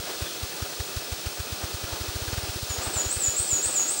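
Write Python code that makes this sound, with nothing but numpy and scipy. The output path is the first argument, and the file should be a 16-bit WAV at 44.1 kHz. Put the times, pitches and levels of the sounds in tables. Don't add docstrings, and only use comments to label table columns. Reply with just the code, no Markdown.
import sys
import numpy as np
from scipy import signal
from scipy.fft import rfft, irfft
from scipy.io import wavfile

SR = 44100
rng = np.random.default_rng(int(sys.argv[2]) if len(sys.argv) > 2 else 0)


def bounce(signal):
    frames = np.transpose(np.atleast_2d(signal))
    limited = np.clip(frames, -1, 1)
    pcm = np.round(limited * 32767).astype(np.int16)
    wavfile.write(sys.argv[1], SR, pcm)


N = 176400

# f/Hz, relative level/dB
AIR_SPECTRUM = [(20, -22), (60, -12.5), (130, -1.5), (250, -3), (340, 5.5), (600, 2), (1000, -5),
                (1600, -3.5), (2100, -8.5), (4000, -10.5), (10000, -32)]
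# f/Hz, width/Hz, level/dB
AIR_RESONANCES = [(763, 80, -55), (1203, 120, -54.5), (1430, 170, -55), (2565, 200, -52)]
# f/Hz, relative level/dB
HISS_SPECTRUM = [(500, -19.5), (2100, -8.5), (3000, -3.5), (4100, 0), (6000, -1), (7000, -4.5),
                 (9000, -4.5), (10700, -13.5), (13200, -12.5), (14600, -14), (15700, -18)]
# t/s, level/dB
HISS_ENVELOPE = [(0, -36.5), (1.4, -37.5), (2.7, -36), (4, -36.5)]
# centre t/s, sigma/s, level/dB
RUSTLE_SWELLS = [(0.106, 0.023, -34), (0.582, 0.022, -42.5), (1.644, 0.053, -43), (1.937, .045, -38),
                 (2.33, 0.14, -45), (2.81, 0.015, -37.5), (2.868, 0.017, -36.5), (2.995, 0.038, -41.5),
                 (2.9, 0.31, -44.5), (3.75, 0.22, -41)]
# f/Hz, relative level/dB
RUSTLE_SPECTRUM = [(150, -25), (330, -1), (580, -0.5), (790, 1), (980, -4.5), (1400, -4), (2000, -10.5),
                   (5000, -12.5), (12000, -37)]
# start t/s, length/s, start f/Hz, asymptote f/Hz, end level/dB
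FALLING_NOTES = [(2.685, 0.06, 7450, 6460, -33.5), (2.925, 0.092, 8460, 6643, -26.5),
                 (3.197, 0.088, 8290, 6620, -23), (3.472, 0.096, 8210, 6560, -22.5),
                 (3.721, 0.093, 8290, 6474, -22.5), (3.972, .1, 8200, 6460, -22)]
# start t/s, length/s, level/dB
RISING_NOTES = [(2.813, .046, -33.5), (3.087, 0.052, -27.5), (3.358, .051, -24), (3.618, 0.051, -24.5),
                (3.869, 0.053, -26.5)]
# t/s, level/dB
WING_STROKES = [(.001, -30), (0.2263, -22.8), (.4364, -24.5), (0.628, -23.5), (0.8076, -23), (0.9734, -23),
                (1.1283, -23.9), (1.2712, -22.5), (1.4049, -24), (1.5296, -25.5), (1.6434, -24.5),
                (1.7483, -26), (1.8433, -27), (1.933, -25.9), (2.0158, -25.5), (2.091, -26), (2.163, -24),
                (2.226, -26), (2.284, -26), (2.3346, -24.5), (2.383, -23), (2.439, -28), (2.4978, -26),
                (2.5633, -28.5), (2.6333, -26), (2.709, -24), (2.7892, -25.5), (2.8763, -26),
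                (2.9683, -24.5), (3.0672, -24), (3.1733, -25.5), (3.287, -26.5), (3.405, -27),
                (3.5333, -28.5), (3.6683, -31.5)]


def undb(db):
    return 10 ** (np.asarray(db) / 20)


def shaped_noise(gain_at):
    hz = np.maximum(np.fft.rfftfreq(N, 1 / SR), 1)
    noise = irfft(rfft(rng.standard_normal(N)) * gain_at(hz), N)
    return noise / np.std(noise)


def spectrum_noise(points):
    hz, db = np.array(points).T
    return shaped_noise(lambda f: undb(np.interp(np.log(f), np.log(hz), db)))


def band_noise(hz, width_hz):
    return shaped_noise(lambda f: 1 / (1 + ((f - hz ** 2 / f) / width_hz) ** 2))


def drift(rate_hz):
    return shaped_noise(lambda f: 1 / (1 + (f / rate_hz) ** 4))


def bell(t, sigma):
    return np.exp(-.5 * (t / sigma) ** 2)


def burst(t, lead_s, decay_s, attack_s=.0016):
    age_s = t + lead_s
    return bell(np.minimum(age_s, 0), attack_s) * np.exp(-np.maximum(age_s, 0) / decay_s)


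def forest(t):
    air_db, flicker_db = -41, 1.62
    air = undb(air_db) * spectrum_noise(AIR_SPECTRUM)
    air += sum(undb(db) * band_noise(hz, width_hz) for hz, width_hz, db in AIR_RESONANCES)
    hiss_db = np.interp(t, *np.array(HISS_ENVELOPE).T)
    hiss = undb(hiss_db) * spectrum_noise(HISS_SPECTRUM)
    return air * undb(flicker_db * drift(rate_hz=25.4)) + hiss


def rustles(t):
    grain_db = 2
    swell = sum(undb(db) * bell(t - at_s, sigma_s) for at_s, sigma_s, db in RUSTLE_SWELLS)
    grains = spectrum_noise(RUSTLE_SPECTRUM) * undb(grain_db * drift(rate_hz=59))
    return swell * grains / np.std(grains)


def far_bird(t):
    start_s, length_s, from_hz, to_hz, db = .243, .05, 3800, 2894, -39.5
    progress = np.clip((t - start_s) / length_s, 0, 1)
    hz = from_hz + (to_hz - from_hz) * progress
    envelope = np.sqrt(2) * undb(db) * np.sin(np.pi * progress)
    return envelope * np.sin(2 * np.pi * np.cumsum(hz) / SR)


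def songbird(t):
    edge_s, glide_s, swell_db = .0084, .036, 4
    rise_from_hz, rise_to_hz, rise_curve = 7450, 8904, 1.4
    waver_hz = 40 * drift(rate_hz=210)
    song = np.zeros(N)

    def note(on, hz, db):
        age_s = t[on] - t[on][0]
        ramp = np.clip(np.minimum(age_s, age_s[-1] - age_s) / edge_s, 0, 1)
        envelope = np.sqrt(2) * undb(db) * np.sin(np.pi / 2 * ramp) ** 2
        return envelope * np.sin(2 * np.pi * np.cumsum(hz + waver_hz[on]) / SR)

    for start_s, length_s, from_hz, floor_hz, end_db in FALLING_NOTES:
        on = (t >= start_s) & (t < start_s + length_s)
        age_s = t[on] - start_s
        hz = floor_hz + (from_hz - floor_hz) * np.exp(-age_s / glide_s)
        song[on] += note(on, hz, end_db + swell_db * (age_s / length_s - 1))
    for start_s, length_s, db in RISING_NOTES:
        on = (t >= start_s) & (t < start_s + length_s)
        progress = (t[on] - start_s) / length_s
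        hz = rise_from_hz + (rise_to_hz - rise_from_hz) * progress ** rise_curve
        song[on] += note(on, hz, db)
    return song


def tree_echo(song, t):
    direct_db, foliage_db, trunks_db = -7, -3, -1
    foliage_t60_s, trunks_t60_s = .18, .6
    heard = undb(direct_db) * song
    for db, t60_s in ((foliage_db, foliage_t60_s), (trunks_db, trunks_t60_s)):
        tail = rng.standard_normal(N) * np.exp(-np.log(1000) * t / t60_s)
        heard += undb(db) * signal.fftconvolve(song, tail / np.linalg.norm(tail))[:N]
    return heard


def grouse(t):
    pulse_hz, pulse_s, stretch_spread = 77.4, .027, .03
    knock_lead_s, knock_sigma_s, knock_spread_db = .0038, .0015, 5.5
    knock_db, brush_db, flick_db = -12.5, -12.5, -14
    thump, brush, flick = np.zeros((3, N))
    for at_s, db in WING_STROKES:
        near = np.abs(t - at_s) < .1
        age_s = (t[near] - at_s) * (1 + stretch_spread * rng.standard_normal())
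        window = np.cos(np.pi * np.clip(age_s / pulse_s, -.5, .5)) ** 2
        pulse = -window * np.cos(2 * np.pi * pulse_hz * age_s)
        reversal = (age_s + knock_lead_s) / knock_sigma_s
        knock_gain = undb(knock_db + knock_spread_db * rng.standard_normal())
        knock = knock_gain * (1 - reversal ** 2) * bell(reversal, 1)
        thump[near] += undb(db) * (pulse + knock)
        brush[near] += undb(db + brush_db) * burst(age_s, lead_s=.008, decay_s=.016)
        flick[near] += undb(db + flick_db) * burst(age_s, lead_s=.0024, decay_s=.007)
    brush *= band_noise(hz=4100, width_hz=5900)
    flick *= band_noise(hz=1360, width_hz=1050)
    return thump + brush + flick


def scene():
    t = np.arange(N) / SR
    mono = grouse(t) + tree_echo(songbird(t) + far_bird(t), t) + rustles(t) + forest(t)
    return np.tile(mono, (2, 1))


def record(dry):
    low_cut_hz, top_cut_hz = 33, 15850
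    whine_hz, whine_db = 15661.4, -44
    hz = np.fft.rfftfreq(2 * N, 1 / SR)
    highpass = hz ** 2 / np.hypot(hz ** 2, low_cut_hz ** 2)
    thinned = irfft(rfft(dry, 2 * N) * highpass)[:, :N]
    whine = np.sqrt(2) * undb(whine_db) * np.sin(2 * np.pi * whine_hz * np.arange(N) / SR)
    lowpass = signal.ellip(12, .1, 90, top_cut_hz, fs=SR, output="sos")
    return signal.sosfilt(lowpass, thinned + whine)


dry = scene()
out = record(dry)
bounce(out)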